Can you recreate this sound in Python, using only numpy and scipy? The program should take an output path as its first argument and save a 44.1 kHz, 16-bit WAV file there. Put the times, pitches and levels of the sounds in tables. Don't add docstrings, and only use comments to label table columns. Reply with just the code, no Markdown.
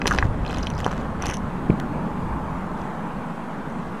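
import sys
import numpy as np
from scipy import signal
from scipy.io import wavfile
from scipy.ndimage import uniform_filter1d

SR = 44100
rng = np.random.default_rng(int(sys.argv[2]) if len(sys.argv) > 2 else 0)


def to_wav(s):
    ch = np.atleast_2d(s).T
    pcm = np.round(np.clip(ch, -1, 1) * 32767)
    wavfile.write(sys.argv[1], SR, pcm.astype(np.int16))


N = 176400
T = np.arange(N) / SR
RING_T = T[:SR // 6]

# (frequency [Hz], relative density [dB])
DRONE_SPECTRUM = [(60, -36), (105, -35), (140, -3.5), (175, -1), (240, -3), (320, -12), (550, -21.5),
                  (15000, -120)]
WASH_SPECTRUM = [(200, -12.5), (400, -2.5), (600, -1.5), (1000, -1.5), (1500, -7), (2200, -16.5),
                 (3200, -24.5), (5200, -35), (8500, -35.5), (12000, -44.5), (15000, -52)]
CAR_SPECTRUM = [(520, -26.5), (840, 0), (1070, -2), (3200, -50.5)]
# (time [s], level [dB])
DRONE_SWELL = [(0, -31), (1, -32), (1.9, -28), (3.2, -32.5)]
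# (frequency [Hz], relative density [dB])
WIND_SPECTRUM = [(10, -34), (22, -3.5), (38, -1.5), (78, -1.5), (120, -5.5), (250, -18), (600, -23),
                 (15000, -110)]
# (time [s], level [dB])
WIND_GUSTS = [(0, -24.5), (.27, -22), (.4, -27), (.6, -27.5), (.9, -32), (1.7, -35.5), (2.2, -32),
              (2.8, -38), (3.6, -49), (4, -40.5)]
# (time [s], level [dB], half width of the push [s])
CAMERA_BUMPS = [(0.2547, -15, 0.0016), (0.8635, -18, 0.00082), (1.7, -4.5, 0.00078), (1.718, -17.5, 0.0014)]
# (frequency [Hz], relative level [dB], t60 [s])
MOUNT_MODES = [(115, -6, 0.029), (210, -8.5, .04), (506, -12, 0.014), (2320, -15, 0.0088)]
# (frequency [Hz], relative level [dB])
GRIT_SPECTRUM = [(500, 9), (1500, 9.5), (2400, 3), (3050, 2), (4300, -3.5), (5200, -3.5), (6100, -4.5),
                 (7100, -8), (9300, -13.5), (12000, -17), (15000, -34.5)]
# (start [s], length [s], level [dB], tilt [dB per octave])
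ROAD_RUBS = [(0, 0.29, -35, -2), (0.067, 0.016, -20.5, 1.5), (0.088, 0.07, -34, -0.5),
             (0.418, 0.28, -37.5, -2), (0.774, 0.043, -35.5, 0), (0.769, 0.3, -34.5, -3.5),
             (1.174, 0.16, -31, -5.5), (1.252, 0.017, -33, 1.5), (2.726, 0.18, -50, -1),
             (3.662, 0.44, -52, -3)]
# (frequency [Hz], relative level [dB], t60 [s])
SUSPENSION_MODES = [(2230, -1, 0.0089), (2840, 0.5, 0.01), (3010, -8, 0.01), (5710, -1, 0.01),
                    (6090, 2.5, 0.0091), (9080, 1.5, 0.0037), (10500, -5, 0.0055), (13700, -16, .004)]
# (time [s], level [dB])
SUSPENSION_TICKS = [(.063, -31), (0.0702, -12), (0.087, -22), (.110, -20), (0.126, -21), (0.1473, -24),
                    (0.5845, -24), (.6702, -24.5), (0.702, -24.5), (0.8453, -24), (0.864, -22.5),
                    (0.9154, -30), (1.223, -21.5), (1.2235, -21), (1.2674, -15.5), (1.2835, -23),
                    (1.291, -25), (1.2995, -17), (1.311, -21), (1.3362, -23), (1.3413, -18.5),
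                    (1.3698, -23.5), (3.7, -42)]
# (frequency [Hz], relative level [dB], t60 [s])
BODY_MODES = [(473, 4.5, 0.038), (830, 2.5, 0.013), (1206, -4.5, 0.015), (1420, -18, 0.042),
              (1640, 1.5, 0.013), (1980, -1.5, 0.018), (2550, -1.5, 0.014), (3090, -2, 0.0081),
              (3330, -18, 0.012), (3600, -18, 0.019), (4100, -9, 0.017), (5010, 2.5, 0.0076),
              (5920, -1.5, 0.015)]
# (start [s], end [s], tap rate [1/s], strength [dB], mode centre [Hz])
CHASSIS_RATTLES = [(.46, 0.849, 85, -31.5, 3600), (1.202, 1.349, 200, -27.5, 2150)]
# (time [s], strength [dB], mode centre [Hz], spread [octaves], ring length [factor])
BODY_KNOCKS = [(0.017, -10, 2160, 1, 0.83), (0.0566, -7, 1250, 1.23, 0.97), (0.0696, -9.5, 4350, 0.5, 1.1),
               (0.0790, -14, 3570, 0.53, 1), (0.11, -7, 1373, 0.17, 1.2), (.1150, -10, 1540, 0.091, .8),
               (0.1177, -10.5, 1353, 0.16, 1.85), (0.1859, -1.5, 2120, 1.11, 0.73),
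               (0.2258, -3, 1350, 0.5, 0.75), (0.4629, -20.5, 3200, 0.43, 1), (0.5, -25, 3060, 0.3, 1.9),
               (0.5446, -20, 3600, 0.42, 0.76), (0.631, -17.5, 4540, 0.17, 0.77),
               (0.6697, -8.5, 3100, 0.17, 0.76), (0.845, -17, 3100, 0.11, 1.2),
               (0.8634, 1.5, 1000, 0.52, 0.45), (2.8155, -37, 4800, 0.47, 0.84)]

STREET_PATCH_DB, WIND_PATCH_DB = 1.45, 2.5
WASH_DB, CAR_DB, CAR_NEAREST_S, CAR_PASS_S = -36, -36.5, 2.4, 0.92
MOUNT_RING_S, MOUNT_RING_DB, CLICK_S, CLICK_DB = 1.7033, -6, 1.8, -22
GRIT_PER_S, GRIT_SPREAD_DB, GRAIN_S, RUB_FADE_SHARE = 450, 5.5, 0.00047, 0.3
TICK_DETUNE, TICK_VARY_DB, SNAP_DB = 0.012, 2, -7
CHATTER_START_S, CHATTER_END_S, CHATTER_PER_S, CHATTER_DB = 1.23, 1.36, 200, -34.5
RATTLE_VARY_DB, RATTLE_VARY_OCTAVES = 6.5, 0.8
CONTACT_CYCLES = 0.39
ECHO_DB, ECHO_T60_S = -13, 0.1
DC_OFFSET, BAND_LIMIT_HZ = 0.011, 15500


def amp(db):
    return 10 ** (np.asarray(db) / 20)


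def unit(x):
    return x / np.sqrt(np.mean(x ** 2) + 1e-20)


def level_at(spectrum, hz):
    frequencies, db = np.transpose(spectrum)
    return np.interp(np.log(hz + 1), np.log(frequencies), db)


def swell(points):
    return amp(np.interp(T, *np.transpose(points)))


def add(mix, start_s, sound):
    part = mix[max(round(start_s * SR), 0):][:len(sound)]
    part += sound[:len(part)]


def colour(x, spectrum, tilt_db=0):
    hz = abs(np.fft.fftfreq(2048, 1 / SR))
    tilt = tilt_db * np.log2(np.maximum(hz, spectrum[0][0]))
    log_gain = np.log(amp(level_at(spectrum, hz) + tilt))
    response = np.exp(np.conj(signal.hilbert(log_gain)))
    taps = np.fft.ifft(response).real[:len(hz) // 2]
    return signal.fftconvolve(x, taps / np.linalg.norm(taps))[:len(x)]


def ring(hz, gains, t60, rise_s):
    waves = np.sin(2 * np.pi * hz[:, None] * RING_T) * np.exp(-np.log(1000) * RING_T / t60[:, None])
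    return gains @ waves / np.linalg.norm(gains) * (1 - np.exp(-RING_T / rise_s))


def drifting_noise(spectrum, patch_db, patch_bins=12):
    hz = np.fft.rfftfreq(4096, 1 / SR)
    real, imag, patches = rng.standard_normal((3, N // 1024 + 5, len(hz)))
    patches = uniform_filter1d(patches, size=4, axis=0)
    patches = unit(uniform_filter1d(patches, size=patch_bins, axis=1))
    frames = (real + 1j * imag) * amp(level_at(spectrum, hz) + patch_db * patches)
    return unit(signal.istft(frames.T, nperseg=4096, noverlap=3072)[1][:N])


def street():
    drone = drifting_noise(DRONE_SPECTRUM, STREET_PATCH_DB) * swell(DRONE_SWELL)
    wash = drifting_noise(WASH_SPECTRUM, STREET_PATCH_DB, patch_bins=30) * amp(WASH_DB)
    relative_distance = np.hypot(1, (T - CAR_NEAREST_S) / CAR_PASS_S)
    car = drifting_noise(CAR_SPECTRUM, STREET_PATCH_DB) * amp(CAR_DB) / relative_distance
    return drone + wash + car


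def wind():
    return drifting_noise(WIND_SPECTRUM, WIND_PATCH_DB) * swell(WIND_GUSTS)


def grit_crack(decay_s, tilt_db=0):
    burst = rng.standard_normal(len(RING_T)) * np.exp(-RING_T / decay_s)
    return colour(burst, GRIT_SPECTRUM, tilt_db)


def camera_bumps():
    out = np.zeros(N)
    for s, level, width in CAMERA_BUMPS:
        u = (T - s) / width
        out -= amp(level) * u * np.exp((1 - u ** 2) / 2)
    hz, db, t60 = np.transpose(MOUNT_MODES)
    add(out, MOUNT_RING_S, amp(MOUNT_RING_DB) * ring(hz, amp(db), t60, rise_s=0.00029))
    add(out, CLICK_S, amp(CLICK_DB) * grit_crack(decay_s=0.0008, tilt_db=0.5))
    return out


def road_rubs():
    out, t = np.zeros(N), RING_T[:SR // 200]
    stones = rng.standard_normal((16, len(t))) * t / GRAIN_S * np.exp(-t / GRAIN_S)
    slipping = rng.random(N) < GRIT_PER_S / SR
    slips = slipping * amp(GRIT_SPREAD_DB * np.minimum(rng.exponential(1, N), 3))
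    stone_hit = rng.integers(len(stones), size=N)
    crunch = sum(signal.oaconvolve(slips * (stone_hit == k), stone)[:N] for k, stone in enumerate(stones))
    for start, length, level, tilt in ROAD_RUBS:
        progress = np.arange(0, length, 1 / SR) / length
        stroke = np.minimum(np.minimum(progress, 1 - progress) / RUB_FADE_SHARE, 1)
        grains = np.roll(crunch, rng.integers(N))[:len(progress)]
        add(out, start, amp(level) * unit(colour(grains, GRIT_SPECTRUM, tilt)) * stroke)
    return out


def suspension_ticks():
    out = np.zeros(N)
    hz, db, t60 = np.transpose(SUSPENSION_MODES)
    settling = (T > CHATTER_START_S) & (T < CHATTER_END_S)
    slip_times = T[(rng.random(N) < CHATTER_PER_S / SR) & settling]
    for s, level in SUSPENSION_TICKS + [(s, CHATTER_DB) for s in slip_times]:
        detune, weight = rng.standard_normal((2, len(hz)))
        tone = ring(hz * (1 + TICK_DETUNE * detune), amp(db + TICK_VARY_DB * weight), t60, rise_s=0.00028)
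        snap = amp(SNAP_DB) * grit_crack(decay_s=0.00084)
        add(out, s, amp(level) * (tone + snap))
    return out


def knock(centre_hz, spread_octaves, ring_factor):
    hz, db, t60 = np.transpose(BODY_MODES)
    favoured = np.exp(-0.5 * (np.log2(hz / centre_hz) / spread_octaves) ** 2)
    gains = amp(db) * favoured * rng.choice([-1, 1], len(hz))
    force = np.sin(np.pi * np.minimum(RING_T[:SR // 200] * centre_hz / CONTACT_CYCLES, 1)) ** 2
    return np.convolve(ring(hz, gains, t60 * ring_factor, rise_s=0.00026), force / force.sum())


def body_clatter():
    out = np.zeros(N)
    for s, level, centre, spread, ring_factor in BODY_KNOCKS:
        add(out, s, amp(level) * knock(centre, spread, ring_factor))
    for start, end, rate, level, centre in CHASSIS_RATTLES:
        for s in np.arange(start, end, 1 / rate):
            late, strength, place = rng.uniform(-1, 1, 3)
            tap = knock(centre * 2 ** (RATTLE_VARY_OCTAVES * place), spread_octaves=0.14, ring_factor=0.67)
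            add(out, s + late / rate, amp(level + RATTLE_VARY_DB * strength) * tap)
    return out


def with_reflections(direct):
    tail = rng.standard_normal(len(RING_T)) * np.exp(-np.log(1000) * RING_T / ECHO_T60_S)
    return direct + amp(ECHO_DB) * signal.fftconvolve(direct, tail / np.linalg.norm(tail))[:N]


def scene():
    background = wind() + street()
    bumps = camera_bumps()
    truck = body_clatter() + road_rubs() + suspension_ticks()
    return (background + bumps + with_reflections(truck))[None]


def record(dry):
    lowpass = signal.firwin(301, BAND_LIMIT_HZ, window=("kaiser", 9), fs=SR)
    return signal.oaconvolve(dry + DC_OFFSET, lowpass[None], "same")


dry = scene()
out = record(dry)
to_wav(out)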